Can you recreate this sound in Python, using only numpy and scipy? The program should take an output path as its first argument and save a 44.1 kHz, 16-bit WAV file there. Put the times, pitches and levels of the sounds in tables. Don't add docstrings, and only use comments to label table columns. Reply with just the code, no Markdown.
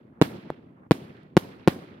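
import sys
import numpy as np
from scipy import signal
from scipy.io import wavfile
from scipy.ndimage import uniform_filter1d

SR = 44100
rng = np.random.default_rng(int(sys.argv[2]) if len(sys.argv) > 2 else 0)


def invert_db(x):
    u = np.asarray(x, float) / 20
    return 10 ** u


def unload_wav(signal):
    wavfile.write(
        sys.argv[1],
        SR,
        np.round(np.clip(np.atleast_2d(signal).T, -1, 1) * 32767).astype(np.int16),
    )


N = 88200

# (time [s], peak [dB], ground echo lag [ms], left later by [ms], left minus right [dB])
BURSTS = [
    (0.215, 3.5, 6.32, 0.11, -3),
    (.9102, 3, 6.15, -0.0748, 0.5),
    (1.3682, 4, 5.45, -.02, 1.5),
    (1.6759, 3.5, 5.52, -0.0024, 1.5),
]
# (near scatter [dB], long tail and echoes [dB])
ROLLS = [
    (5.5, 3),
    (-1.5, 0),
    (1.5, 0.5),
    (3.5, 1),
]
# (time [s], tail level [dB])
EARLIER_BURSTS = [
    (-.42, 1.5),
    (-.15, -26),
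]
# (lag [ms], left level [dB], right level [dB])
BOUNCES = [(.3, -18, -12.5), (1.3, -20.5, -7.5), (2.0, -30, -21.5), (2.95, -21.5, -4)]
# (time [s], level [dB])
SPARKS = [
    (1.1204, -63.5),
    (1.1684, -48),
    (1.1864, -60.5),
    (1.2327, -46.5),
    (1.264, -65),
]
# (frequency [Hz], near scatter [dB], near t60 [s], long tail [dB], long t60 [s])
TAIL = [(40, -59, .15, -73.5, 1.1), (128.5, -44.5, 0.1, -51.5, 2.23), (261.6, -39.5, 0.16, -48, 2.264),
        (644.5, -45.5, 0.204, -56, 1.52), (1200, -48.5, 0.302, -59.5, 1.613),
        (2600, -45.5, 0.1413, -57.5, 1.069), (6000, -52.5, 0.283, -55.5, 0.541),
        (14000, -57, 0.22, -66.5, 0.432)]
# (delay [s], spread [s], level per third octave [dB], centre
# [Hz], width [octaves])
ECHOES = [
    (0.097, 0.0222, -50, 278, 1.228),
    (.14, 0.0177, -63, 500, 2.21),
    (.25, 0.07, -67.5, 1650, 1.087),
          (.565, .018, -70, 1100, .75),
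    (.62, .025, -67, 950, .75),
]
# (frequency [Hz], left-right correlation [-1..1])
LIKENESS = [(60, 0.967), (130, 0.968), (290, 0.894), (640, 0.022), (1410, -0.461), (3100, 0.284),
            (6820, -0.4), (15000, 0.85)]
# (frequency [Hz], left minus right [dB])
TAIL_PAN = [(60, -0.5), (110, -1), (200, -0.5), (380, 0), (700, -0.5), (1290, -2.5), (2380, -5), (4400, -7),
            (8120, 3), (15000, -6)]
# (frequency [Hz], level per third octave [dB])
NIGHT = [(40, -74), (120, -62.5), (280, -67), (500, -70.5), (1000, -87.5), (2500, -103), (5000, -104),
         (13000, -110)]

THUD_S = 0.5027
TAIL_TOP_HZ = 15800


def bursts():
    push_ms, ground_push_ms = 0.785, 0.8845
    close, close_power, round_hz = 0.05987, 3.042, 879.6
    body_ms, body_db, body_edge_hz = 2.045, -10.5, 3700
    ground_db, ground_left_ms, ground_edge_db, ground_edge_hz = -3.5, 0.1174, 3, 1910
    edge_db, edge_hz = -2.5, 8870
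    grit_right_gain = invert_db(np.array([[0], [6]]))
    grit = unit(band(rng.standard_normal((2, N)), 2598, 2.102)) * grit_right_gain
    chance = rng.standard_normal((len(BURSTS), 2, len(BOUNCES), 2))
    out = np.zeros((2, N))
    for (s, db, ground_ms, left_ms, pan_db), luck in zip(BURSTS, chance):
        for ch, side in enumerate((1, -1)):
            is_left = ch == 0
            direct_s = s + is_left * left_ms / 1000
            body_s = direct_s + body_ms / 1000
            ground_s = direct_s + (ground_ms + is_left * ground_left_ms) / 1000
            direct = blast(direct_s, push_ms, close, round_hz, edge_db, edge_hz, close_power)
            body = blast(body_s, push_ms, close, round_hz, edge_db, body_edge_hz, close_power)
            ground = blast(ground_s, ground_push_ms, close, round_hz, ground_edge_db, ground_edge_hz, close_power)
            wave = invert_db(side * pan_db / 2) * direct + invert_db(body_db) * body + invert_db(ground_db) * ground
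            wave = wave + debris(direct_s, -41.5, 4.5, grit[ch], ch, luck[0])
            wave = wave + debris(ground_s, -25.5, 2.017, grit[ch], ch, luck[1])
            out[ch] += invert_db(db) * wave
    return out


def debris(s, grit_db, grit_ms, grit, ch, luck):
    ms, on = since(s)
    out = invert_db(grit_db) * on * np.exp(-ms / grit_ms) * grit
    for (lag_ms, *side_db), (late, loud) in zip(BOUNCES, luck):
        bounce_s = s + lag_ms * (1 + 0.058 * late) / 1000
        out = out + invert_db(side_db[ch] + loud) * front(bounce_s, 2200, 0.14)
    return out


def blast(s, push_ms, close, round_hz, edge_db, edge_hz, close_power):
    ms, on = since(s)
    u = np.minimum(ms / push_ms, 30)
    body = lowpass(on * (1 - u) * np.exp(-close * u ** close_power), round_hz)
    return lowpass(body, edge_hz) + invert_db(edge_db) * front(s, edge_hz, 0.136)


def front(s, hz, fall_ms):
    ms, on = since(s)
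    step = on * (1 - 0.5 * ms / fall_ms) * np.exp(-ms / fall_ms)
    return lowpass(lowpass(step, hz), hz)


def thud():
    def one(s):
        return blast(s, 0.506, 0.276, 898, 2.66, 12300, 2.496)

    rise_ms = 0.39
    body = invert_db(-22.5) * one(THUD_S + 0.0023)
    ground = invert_db(-17) * lowpass(one(THUD_S + 0.00324), 890)
    wave = one(THUD_S) + body + ground
    return invert_db(-8) * uniform_filter1d(wave, int(rise_ms * SR / 1000))


def sparks():
    crack_noise, tick_noise = rng.standard_normal((2, 2, N))
    cracks = 0
    for s, db in SPARKS:
        ms, on = since(s)
        cracks = cracks + invert_db(db - 4.5) * on * np.exp(-ms / 0.94)
    ms, on = since(THUD_S - 0.0002)
    tick = invert_db(-50.5) * on * np.exp(-ms / 2.58)
    crack_noise = crack_noise + crack_noise[:1]
    return cracks * unit(band(crack_noise, 2820, 0.98)) + tick * unit(band(tick_noise, 8000, 1.1))


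def roll_power(age, hz, close_db, walls_db, pace):
    near_db, near_t60, long_db, long_t60 = (table(TAIL, hz, col=k) for k in range(1, 5))
    near = invert_db(2 * (near_db + close_db - 60 * age / near_t60))
    long = invert_db(2 * (long_db - 60 * age / long_t60)) * (1 - np.exp(-age / 0.023))
    power = near + long
    for lag, spread, echo_db, echo_hz, width in ECHOES:
        colour_db = -6 * (np.log2(hz / echo_hz) / width) ** 2
        swell = np.exp(-((age - pace * lag) / spread) ** 2)
        power = power + invert_db(2 * (walls_db + echo_db + colour_db)) * swell
    return power


def surroundings():
    t = np.arange(0, N + 64, 32) / SR
    # (time [s], level [dB], tilt [dB/octave], echo lift [dB], echo pace, near scatter lift [dB])
    shots = [(row[0] + 0.003, db, 0, 0, 1, close_db - db) for row, (close_db, db) in zip(BURSTS, ROLLS)]
    shots += [(s, db, 0, 0, 1, 0) for s, db in EARLIER_BURSTS]
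    shots += [(THUD_S + 0.0033, -18, -2.5, 6, 0.426, -3)]
    lumps = walk(60)
    grains = [walk(120) for _ in range(3)]
    sides = np.array([[1], [-1]])
    out = 0
    for hz in 40 * 2 ** np.arange(0, 8.8, 1 / 3):
        octaves = np.log2(max(hz / 300, 1))
        power = invert_db(2 * table(NIGHT, hz)) + 0 * t
        for s, db, tilt_db, walls_db, pace, close_db in shots:
            age = np.clip(t - s, 0, None)
            rolled = roll_power(age, hz, close_db, walls_db, pace)
            power += (t > s) * rolled * invert_db(2 * (db + tilt_db * octaves))
        mid, side = unit(band(rng.standard_normal((2, N)), hz, 1 / 3))
        c = np.clip(table(LIKENESS, hz), -0.95, 0.98)
        pair = np.sqrt((1 + c) / 2) * mid + np.sqrt((1 - c) / 2) * side * sides
        pan = invert_db(table(TAIL_PAN, hz) / 2 * sides)
        lump_db = 3 * lumps / (1 + (hz / 500) ** 2)
        flicker_db = 1.0 * walk(30)
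        grain_db = 3 * grains[int(octaves) % 3] * np.exp(-np.log2(hz / 2000) ** 2 / 3)
        level = np.interp(np.arange(N) / SR, t, np.sqrt(power))
        out = out + pair * pan * level * invert_db(lump_db + flicker_db + grain_db)
    return cut(out, TAIL_TOP_HZ)


def since(s):
    ms = (np.arange(N) / SR - s) * 1000
    return np.clip(ms, 0, None), np.clip(ms * SR / 1000 + 0.5, 0, 1)


def walk(rate):
    k = int(SR / 200)
    steps = uniform_filter1d(rng.standard_normal(N // k + 2), max(int(200 / rate), 1))
    return np.interp(np.arange(N) / k, np.arange(len(steps)), unit(steps))


def table(rows, hz, col=1):
    rows = np.array(rows, float)
    return np.interp(np.log(hz), np.log(rows[:, 0]), rows[:, col])


def unit(x):
    return x / np.sqrt(np.mean(x ** 2, axis=-1, keepdims=True))


def lowpass(x, hz):
    return signal.lfilter(*signal.butter(1, min(hz, 0.45 * SR), fs=SR), x)


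def band(x, hz, octaves):
    edges = [hz * 2 ** (-octaves / 2), min(hz * 2 ** (octaves / 2), 0.47 * SR)]
    return signal.sosfilt(signal.butter(2, edges, "band", fs=SR, output="sos"), x)


def cut(x, hz):
    return signal.sosfilt(signal.ellip(8, 0.3, 60, hz, fs=SR, output="sos"), x)


def scene():
    return bursts() + thud() + sparks() + surroundings()


def top_cut(x):
    return signal.sosfilt(signal.butter(12, 16830, fs=SR, output="sos"), x)


def record(dry):
    w, q = 2 * np.pi * 93.3, 0.6403
    x = signal.lfilter(*signal.bilinear([1, 0, 0], [1, w / q, w * w], SR), dry)
    case_dip = 0.614 * signal.lfilter(*signal.iirpeak(7776, 0.833, fs=SR), x)
    port_lift = 0.705 * signal.lfilter(*signal.iirpeak(12180, 4.46, fs=SR), x)
    x = x - case_dip + port_lift
    ceiling = 4.8
    x = ceiling * np.tanh(x / ceiling)
    noise = rng.standard_normal(x.shape)
    hiss = invert_db(-91) * cut(noise, TAIL_TOP_HZ)
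    rumble = invert_db(-57) * lowpass(lowpass(noise[:, ::-1], 26), 26)
    return top_cut(cut(x + hiss + rumble, 16750))


dry = scene()
out = record(dry)
unload_wav(out)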